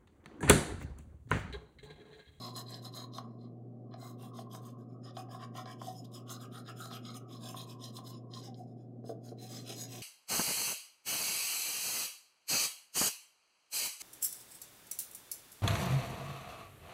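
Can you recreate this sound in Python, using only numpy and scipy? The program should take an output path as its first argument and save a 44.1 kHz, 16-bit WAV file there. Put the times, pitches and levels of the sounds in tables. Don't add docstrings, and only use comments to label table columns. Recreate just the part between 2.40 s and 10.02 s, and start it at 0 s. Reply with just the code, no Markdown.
import sys
import numpy as np
from scipy import signal
from scipy.fft import rfft, irfft
from scipy.io import wavfile

SR = 44100
rng = np.random.default_rng(int(sys.argv[2]) if len(sys.argv) > 2 else 0)


def log_audio(samples):
    frames = np.atleast_2d(samples).T
    limited = np.clip(frames, -1, 1)
    pcm = np.round(limited * 32767).astype(np.int16)
    wavfile.write(sys.argv[1], SR, pcm)


N = 336042
TAPS = 4096
HZ = np.fft.rfftfreq(TAPS, 1 / SR)

# fastest_s, length_s, scrape_db, fizz_db
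STROKES = [(0.047, 0.17, -50, -57.5), (0.182, 0.12, -49.5, -49.5), (0.325, 0.18, -53, -60.5),
           (0.459, .1, -53.5, -55), (0.584, 0.17, -51, -53.5), (0.768, 0.11, -54.5, -62),
           (0.884, 0.2, -86, -103), (1.039, 0.13, -74, -91), (1.54, 0.083, -71, -100),
           (1.663, 0.2, -63, -60), (1.835, 0.15, -64.5, -62), (1.99, 0.13, -58, -63.5),
           (2.145, 0.12, -56, -58), (2.272, 0.15, -64, -64), (2.41, 0.091, -81.5, -80),
           (2.524, 0.092, -92, -92), (2.67, 0.11, -59, -77), (2.791, .11, -55.5, -59.5),
           (2.936, 0.11, -58.5, -63), (3.029, 0.096, -57.5, -68), (3.185, 0.12, -55, -58.5),
           (3.298, 0.13, -57, -66.5), (3.456, 0.18, -55.5, -60), (3.552, 0.25, -72, -63.5),
           (3.651, .026, -59, -65.5), (3.767, 0.12, -60, -59), (3.919, 0.14, -53, -51.5),
           (4.032, 0.1, -60.5, -59.5), (4.162, 0.13, -59.5, -58), (4.291, .1, -56, -64),
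           (4.426, 0.18, -57.5, -53.5), (4.548, 0.12, -51.5, -58), (4.679, 0.14, -54.5, -61),
           (4.763, 0.081, -57, -55), (4.937, 0.14, -59, -63.5), (5.078, 0.18, -51.5, -53),
           (5.194, .125, -50, -52.5), (5.311, 0.1, -58, -59.5), (5.447, 0.14, -50.5, -56.5),
           (5.568, .1, -55, -55.5), (5.684, 0.12, -56, -57), (5.741, 0.13, -63.5, -90),
           (5.967, 0.15, -50, -63.5), (6.057, 0.12, -54, -64.5), (6.192, 0.13, -73, -75),
           (6.299, 0.091, -86, -93), (6.407, 0.11, -83, -91), (6.69, 0.11, -62.5, -64),
           (6.872, 0.13, -62, -63.5), (7.043, .15, -57, -60), (7.153, 0.2, -50.5, -53),
           (7.309, 0.14, -47.5, -53), (7.404, 0.16, -48.5, -48), (7.558, 0.19, -51.5, -52.5)]
# time_s, cavity_hz, slosh_db, swish_db
MOUTH = [(0, 995, -56, -56.5), (1.05, 1063, -60.5, -66), (1.3, 1127, -48, -82), (1.6, 1087, -53.5, -61),
         (2.2, 1040, -59.5, -61), (2.6, 1200, -56.5, -68.5), (3.25, 1038, -49.5, -66),
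         (3.62, 960, -69, -63), (3.95, 1190, -55, -59.5), (4.3, 1344, -52, -67), (4.85, 1172, -60.5, -69),
         (5.1, 997, -60, -55), (5.7, 1030, -63, -55), (5.87, 1020, -72, -70.5), (5.97, 1010, -67.5, -49),
         (6.15, 784, -63, -81), (6.5, 738, -63.5, -90), (7.6, 925, -64.5, -87)]
# time_s, ring_hz, swing (share of ring_hz)
GAP = [(0, 4126, .02), (1.6, 4190, 0.011), (2.0, 3480, 0.1), (2.8, 3270, 0.12), (3.3, 3330, 0.056),
       (3.9, 3540, 0.14), (4.3, 3570, 0.23), (5.2, 3550, 0.14), (6.0, 4000, 0.042), (7.6, 3800, 0.045)]
# time_s, bare (0-1)
LIPS = [(0, 0.01), (1.6, 0), (2.1, 0.26), (2.6, 0.19), (4.3, 0), (5.8, 0.15), (6.15, 0.34), (6.5, .15),
        (7.05, 0.63)]
# frequency_hz, level_db
SCRAPE_TONE = [(900, -41), (1600, -12.5), (2400, -21.5), (3100, 0), (4000, -0.5), (5100, 5), (5900, -4),
               (6800, -14.5), (8000, -21), (14000, -65.5)]
# frequency_hz, level_db
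SLOSH_TONE = [(300, -43.5), (650, 7.5), (1100, 7.5), (1500, -4), (1900, -1), (2400, -8), (3500, -11.5),
              (7000, -48)]
# time_s, level_db
SNAPS = [(.161, -40), (.343, -33), (.448, -40), (.539, -43), (.737, -44.5), (1.54, -49), (2.768, -40.5),
         (3.257, -48), (3.894, -39.5), (4.279, -48), (4.652, -42), (5.44, -40), (5.567, -38.5),
         (5.937, -35.5), (6.144, -47)]
# pitch_hz, level_db, t60_s
JAW_MODES = [(248, -13, 0.098), (351, 14, 0.029), (431, 13, 0.048), (587, 10.5, 0.039), (717, 8, 0.056),
             (1110, -15, 0.075), (1430, -15.5, .04)]


def amp(db):
    return 10 ** (np.asarray(db) / 20)


def unit(x):
    return x / np.sqrt(np.mean(x ** 2) + 1e-20)


def read(points, hz):
    f, value = np.transpose(points)
    return np.interp(np.log(hz + 1), np.log(f), value)


def follow(curve, s):
    times, *columns = np.transpose(curve)
    return [np.interp(s, times, c) for c in columns]


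def add(mix, s, sound):
    at = round(s * SR)
    sound = sound[max(-at, 0):]
    part = mix[max(at, 0):][:len(sound)]
    part += sound[:len(part)]


def colour(x, gain):
    cepstrum = irfft(np.log(np.maximum(gain, 1e-5)))
    cepstrum[1:TAPS // 2] *= 2
    cepstrum[TAPS // 2 + 1:] = 0
    return signal.fftconvolve(x, irfft(np.exp(rfft(cepstrum))))[:len(x)]


def ring(hz, width):
    return 1 / np.sqrt(1 + ((HZ ** 2 - hz ** 2) / (width * HZ + 1e-9)) ** 2)


def resonate(x, hz, width):
    turn = np.exp(2j * np.pi * np.cumsum(hz) / SR)
    r = np.exp(-np.pi * width / SR)
    return (turn * signal.lfilter([(1 - r) ** 2], [1, -2 * r, r * r], x / turn)).real


def drift(n, rate):
    return np.interp(np.arange(n) * rate / SR, np.arange(TAPS), rng.standard_normal(TAPS))


def flicks(n, per_s, spread_db, clump_db, clump_rate=170):
    size = amp(spread_db * np.minimum(rng.exponential(1, n), 4)) * rng.choice([-1, 1], n)
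    return size * (rng.random(n) < per_s / SR) * amp(clump_db * drift(n, clump_rate))


def wet_colour(x, gain, travel, depth_db, spacing_hz=230):
    ripples = [amp(depth_db * drift(len(HZ), SR * HZ[1] / spacing_hz)) for _ in range(2)]
    early, late = (unit(colour(x, gain * ripple)) for ripple in ripples)
    return np.cos(travel * np.pi / 2) * early + np.sin(travel * np.pi / 2) * late


def burst(decay_s, gain, spray):
    t = np.arange(TAPS) / SR
    clicks = spray * rng.standard_normal(TAPS) * np.exp(-t / decay_s)
    clicks[0] += 4
    sound = colour(clicks, gain)
    return sound / abs(sound).max()


def motions(push_rise=0.46, pull_rise=0.53, stuck_speed=0.74):
    for k, (fastest, length, scrape_db, fizz_db) in enumerate(STROKES):
        way = (-1) ** k
        start = fastest - length * (push_rise if way > 0 else pull_rise)
        t = start + np.arange(0, length, 1 / SR)
        travel = np.interp(t, [start, fastest, start + length], [0, 0.5, 1])
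        speed = abs(np.sin(np.pi * travel))
        for snap, _ in SNAPS:
            if start < snap < fastest:
                speed = speed * np.where(t < snap, stuck_speed, 1)
        yield start, fastest, way, travel, speed, scrape_db, fizz_db


def scrape(travel, bare, cheek, gap_hz, gap_width_hz):
    # frequency_hz, level_db
    front_tone = [(900, -45), (1400, -20), (2000, 4), (2500, 5.5), (3200, -10), (4100, -3), (5100, -7),
                  (7500, 1.5), (10000, -7.5), (15500, -11.5)]
    n = len(travel)
    bristles = flicks(n, per_s=5900, spread_db=4 - 1.1 * bare, clump_db=3.5 - 1.5 * bare)
    front_db = read(front_tone, HZ) - 39.2 * (HZ < 1000)
    teeth = amp((1.5 - 1.3 * bare) * read(SCRAPE_TONE, HZ) + bare * front_db)
    rasp = wet_colour(bristles, teeth * cheek, travel, depth_db=8.5 - 3.7 * bare)
    friction = unit(bristles) + 0.5 * rng.standard_normal(n)
    gap_ring = unit(resonate(friction, gap_hz, gap_width_hz))
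    return amp(-6 + 5.6 * bare) * rasp + amp(-0.5 - 54 * bare) * gap_ring


def slosh(travel, cheek, cavity_hz, usual_cavity_hz=1047, throat_hz=765):
    n = len(travel)
    liquid = flicks(n, per_s=2500, spread_db=1.5, clump_db=2)
    tone = amp(read(SLOSH_TONE, HZ * usual_cavity_hz / cavity_hz))
    churn = wet_colour(liquid, cheek * tone, travel, depth_db=11.5)
    cavity = unit(resonate(liquid, np.full(n, cavity_hz), width=200))
    throat = unit(resonate(liquid, np.full(n, throat_hz), width=130))
    return amp(-4) * churn + amp(-2) * cavity + amp(-4) * throat


def fizz(travel, bare, over_scrape_db, usual_db=-7):
    # frequency_hz, level_db
    fizz_tone = [(2500, -54.5), (4800, -16.5), (6500, 5.5), (7800, 1), (9500, 4), (11000, -0.5),
                 (13500, -6), (16000, -11)]
    n = len(travel)
    foam = flicks(n, per_s=12000, spread_db=6.5 - bare, clump_db=2 - bare, clump_rate=138)
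    db_per_octave = 0.37 * np.clip(over_scrape_db - usual_db, -8, 8)
    tone = amp(read(fizz_tone, HZ) + db_per_octave * np.log2(np.maximum(HZ / 7000, 1)))
    hiss = wet_colour(foam, tone, travel, depth_db=7 - 2.2 * bare)
    pressure = unit(amp((3 - 0.98 * bare) * drift(n, 30.8)))
    return amp(-1.3 * bare) * hiss * pressure


def scrubbing(gap_lift=0.33, gap_sweep=0.99, gap_top_hz=4100, usual_scrape_db=-56):
    out = np.zeros(N)
    for start, fastest, way, travel, speed, scrape_db, fizz_db in motions():
        cavity_hz, slosh_db, _ = follow(MOUTH, fastest)
        rest_hz, swing = follow(GAP, fastest)
        bare = follow(LIPS, fastest)[0]
        bend = way * swing * (gap_lift - gap_sweep * np.cos(np.pi * travel))
        gap_hz = np.minimum(rest_hz * (1 + bend + 0.02 * drift(len(travel), 120)), gap_top_hz)
        gap_width_hz = 400 + 2200 * swing
        hollow_hz = 0.64 * rest_hz * (1 + way * swing * gap_lift)
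        cheek = amp(-5.5 * (1 - bare) * np.exp(-((HZ - hollow_hz) / 234) ** 2))
        slosh_db += 0.7 * (scrape_db - usual_scrape_db) - 0.5 * way
        rasp = amp(scrape_db) * scrape(travel, bare, cheek, gap_hz, gap_width_hz)
        wet = amp(slosh_db) * speed ** 1.94 * slosh(travel, cheek, cavity_hz)
        hiss = amp(fizz_db) * speed ** 0.45 * fizz(travel, bare, fizz_db - scrape_db)
        contact = speed ** (1.52 * (1 - 0.12 * bare))
        add(out, start, contact * (rasp + hiss) + wet)
    return out


def sizzle(linger=1.15):
    # pitch_hz, width_hz, level_db
    pocket_modes = [(5193, 320, -1), (6860, 110, -8), (9340, 470, -10.5)]
    # time_s, level_db
    sizzle_levels = [(0, -60), (1.1, -88.5), (2.45, -90.5), (2.66, -64), (4.1, -66), (5.95, -61),
                     (6.25, -73), (6.5, -83), (6.7, -70), (7.1, -66)]
    drive = np.zeros(N)
    for fastest, length, *_ in STROKES:
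        arch = np.sin(np.linspace(0, np.pi, round(length * linger * SR))) ** 2
        add(drive, fastest - length * linger / 2, arch * amp(follow(sizzle_levels, fastest)[0]))
    foam = flicks(N, per_s=5000, spread_db=2, clump_db=6.5, clump_rate=80)
    wander = 1 + 0.012 * drift(N, 16)
    pocket = sum(amp(db) * unit(resonate(foam, hz * wander, width)) for hz, width, db in pocket_modes)
    return drive * unit(pocket)


def swish(trim_db=-3, width_hz=300, wobble=0.033):
    cavity_hz, _, level_db = follow(MOUTH, np.arange(N) / SR)
    hz = cavity_hz * (1 + wobble * drift(N, 12))
    liquid = flicks(N, per_s=700, spread_db=2.5, clump_db=6, clump_rate=30)
    return amp(level_db + trim_db) * unit(resonate(resonate(liquid, hz, width_hz), hz, width_hz))


def room_tone(rumble_db=-52.5):
    # frequency_hz, level_db
    rumble_tone = [(25, -50), (60, -35.5), (90, -24.5), (125, -3.5), (190, -5.5), (240, 4), (300, -6.5),
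                   (370, -5.5), (480, -11.5), (760, -16), (860, -36), (1100, -37), (1900, -55.5),
                   (15000, -66)]
    # pitch_hz, rms_db
    hum_lines = [(120, -51), (173, -67), (241, -68), (362, -67.5), (596, -75.5), (726, -73)]
    t = np.arange(N) / SR
    out = amp(rumble_db) * unit(colour(rng.standard_normal(N), amp(read(rumble_tone, HZ))))
    for hz, db in hum_lines:
        waver = 0.04 * (hz / hum_lines[0][0]) ** 2 * drift(N, 5)
        out += np.sqrt(2) * amp(db) * np.sin(2 * np.pi * hz * t + waver)
    return out


def pops():
    # time_s, level_db, pitch_hz, crack_db (relative to level_db)
    foam_pops = [(.086, -39.5, 765, -11), (.785, -29, 1084, -3), (1.542, -38.5, 720, -20),
                 (1.627, -42, 726, -20), (1.833, -43, 764, -6), (1.99, -36, 716, -32),
                 (2.151, -38.5, 990, -4), (2.77, -32.5, 735, -19), (2.889, -42.5, 756, -22),
                 (2.949, -39, 1050, -19), (3.152, -41, 750, -21), (3.26, -41, 765, -1),
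                 (3.417, -31, 975, -25), (4.459, -42.5, 1170, 6), (4.514, -37.5, 1190, -6),
                 (5.145, -33.5, 1010, -23), (5.588, -37, 1030, -22)]
    out = np.zeros(N)
    teeth, foam = amp(read(SCRAPE_TONE, HZ)), amp(read(SLOSH_TONE, HZ))
    for s, db, hz, crack_db in foam_pops:
        cavity = foam * (ring(hz, width=90) + 0.53 * ring(764, width=230))
        add(out, s - 0.001, amp(db + 1) * burst(0.002, cavity, spray=0.29))
        add(out, s - 0.002, amp(db + crack_db - 1) * burst(0.003, teeth, spray=0.29))
    return out


def snaps(trim_db=2):
    out, teeth = np.zeros(N), amp(read(SCRAPE_TONE, HZ))
    for s, db in SNAPS:
        gap = ring(follow(GAP, s)[0], width=1300)
        add(out, s, amp(db + trim_db) * burst(0.0058, teeth * gap, spray=0.32))
    return out


def thrum(trim_db=-9):
    out = np.zeros(N)
    jaw = sum(amp(db) * ring(hz, 2.2 / t60) for hz, db, t60 in JAW_MODES)
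    for start, fastest, _, travel, speed, scrape_db, _ in motions():
        tugs = flicks(len(travel), per_s=650, spread_db=2.5, clump_db=5)
        bare = follow(LIPS, fastest)[0]
        add(out, start, amp(scrape_db + trim_db) * bare * speed * unit(colour(tugs, jaw)))
    return out


def squeaks(glide=0.0282):
    # loudest_s, level_db, pitch_hz, half_length_s
    cheek_squeaks = [(3.475, -39.5, 745, 0.0082), (3.485, -33.5, 735, 0.007), (6.082, -45, 790, 0.017),
                     (6.212, -45, 735, 0.022), (7.031, -49, 715, 0.014)]
    out, t = np.zeros(N), np.arange(-TAPS, TAPS) / SR
    for s, db, hz, half in cheek_squeaks:
        pitch = hz * (1 - glide * np.tanh(t / half / 2) + 0.036 * drift(len(t), 164))
        swell = amp(db) / np.cosh(t / half * 1.8)
        add(out, s + t[0], swell * np.sin(2 * np.pi * np.cumsum(pitch) / SR))
    return out


def knocks(trim_db=-10, attack_s=0.0017):
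    # start_s, level_db
    bumps = [(6.641, -41), (6.694, -30.5), (6.716, -41), (6.918, -39), (7.297, -39.5)]
    out, t = np.zeros(N), np.arange(2 * TAPS) / SR
    for s, db in bumps:
        modes = sum(amp(level - 60 * t / t60) * np.sin(2 * np.pi * hz * rng.uniform(0.84, 1.054) * t)
                    for hz, level, t60 in JAW_MODES)
        add(out, s, amp(db + trim_db) * modes * (1 - np.exp(-t / attack_s)))
    return out


def bathroom(x, echoes_per_s=4000, predelay_s=0.003):
    # frequency_hz, t60_s
    decay_times = [(200, 0.42), (1100, 0.39), (4000, 0.15), (8000, 0.13), (15000, 0.13)]
    n = SR // 2
    echoes = rng.choice([-1., 1.], n) * (rng.random(n) < echoes_per_s / SR)
    echoes *= np.arange(n) > predelay_s * SR
    hz, t, bands = signal.stft(echoes, SR, nperseg=256)
    decay = amp(-60 * t / read(decay_times, hz)[:, None])
    tail = signal.istft(bands * decay, SR, nperseg=256)[1]
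    return signal.fftconvolve(x, tail / np.linalg.norm(tail))[:N]


def scene(reverb_db=-9, low_cut_hz=155):
    # centre_hz, width_hz, gain_db
    path_bands = [(887, 77, -23), (4180, 140, 4.5), (4437, 171, -22.5), (5330, 100, 0.5), (5500, 160, -4.5),
                  (7270, 350, -2.5), (7870, 110, 1.5), (8530, 395, -7.5), (9100, 140, 2), (10310, 870, -9),
                  (11400, 290, 1.5), (12400, 98, -5), (13400, 250, -1.5)]
    mouth = scrubbing() + sizzle() + swish() + pops() + snaps() + thrum() + squeaks() + knocks()
    in_room = mouth + amp(reverb_db) * bathroom(mouth)
    path = amp(sum(db * np.exp(-((HZ - hz) / width) ** 2) for hz, width, db in path_bands))
    low_cut = HZ ** 3 / (HZ ** 3 + low_cut_hz ** 3)
    return (colour(in_room, path * low_cut) + room_tone())[None]


def record(dry):
    high_cut = signal.firwin(801, 15800, window=("kaiser", 9), fs=SR)
    return signal.oaconvolve(dry, high_cut[None], "same")


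dry = scene()
out = record(dry)
log_audio(out)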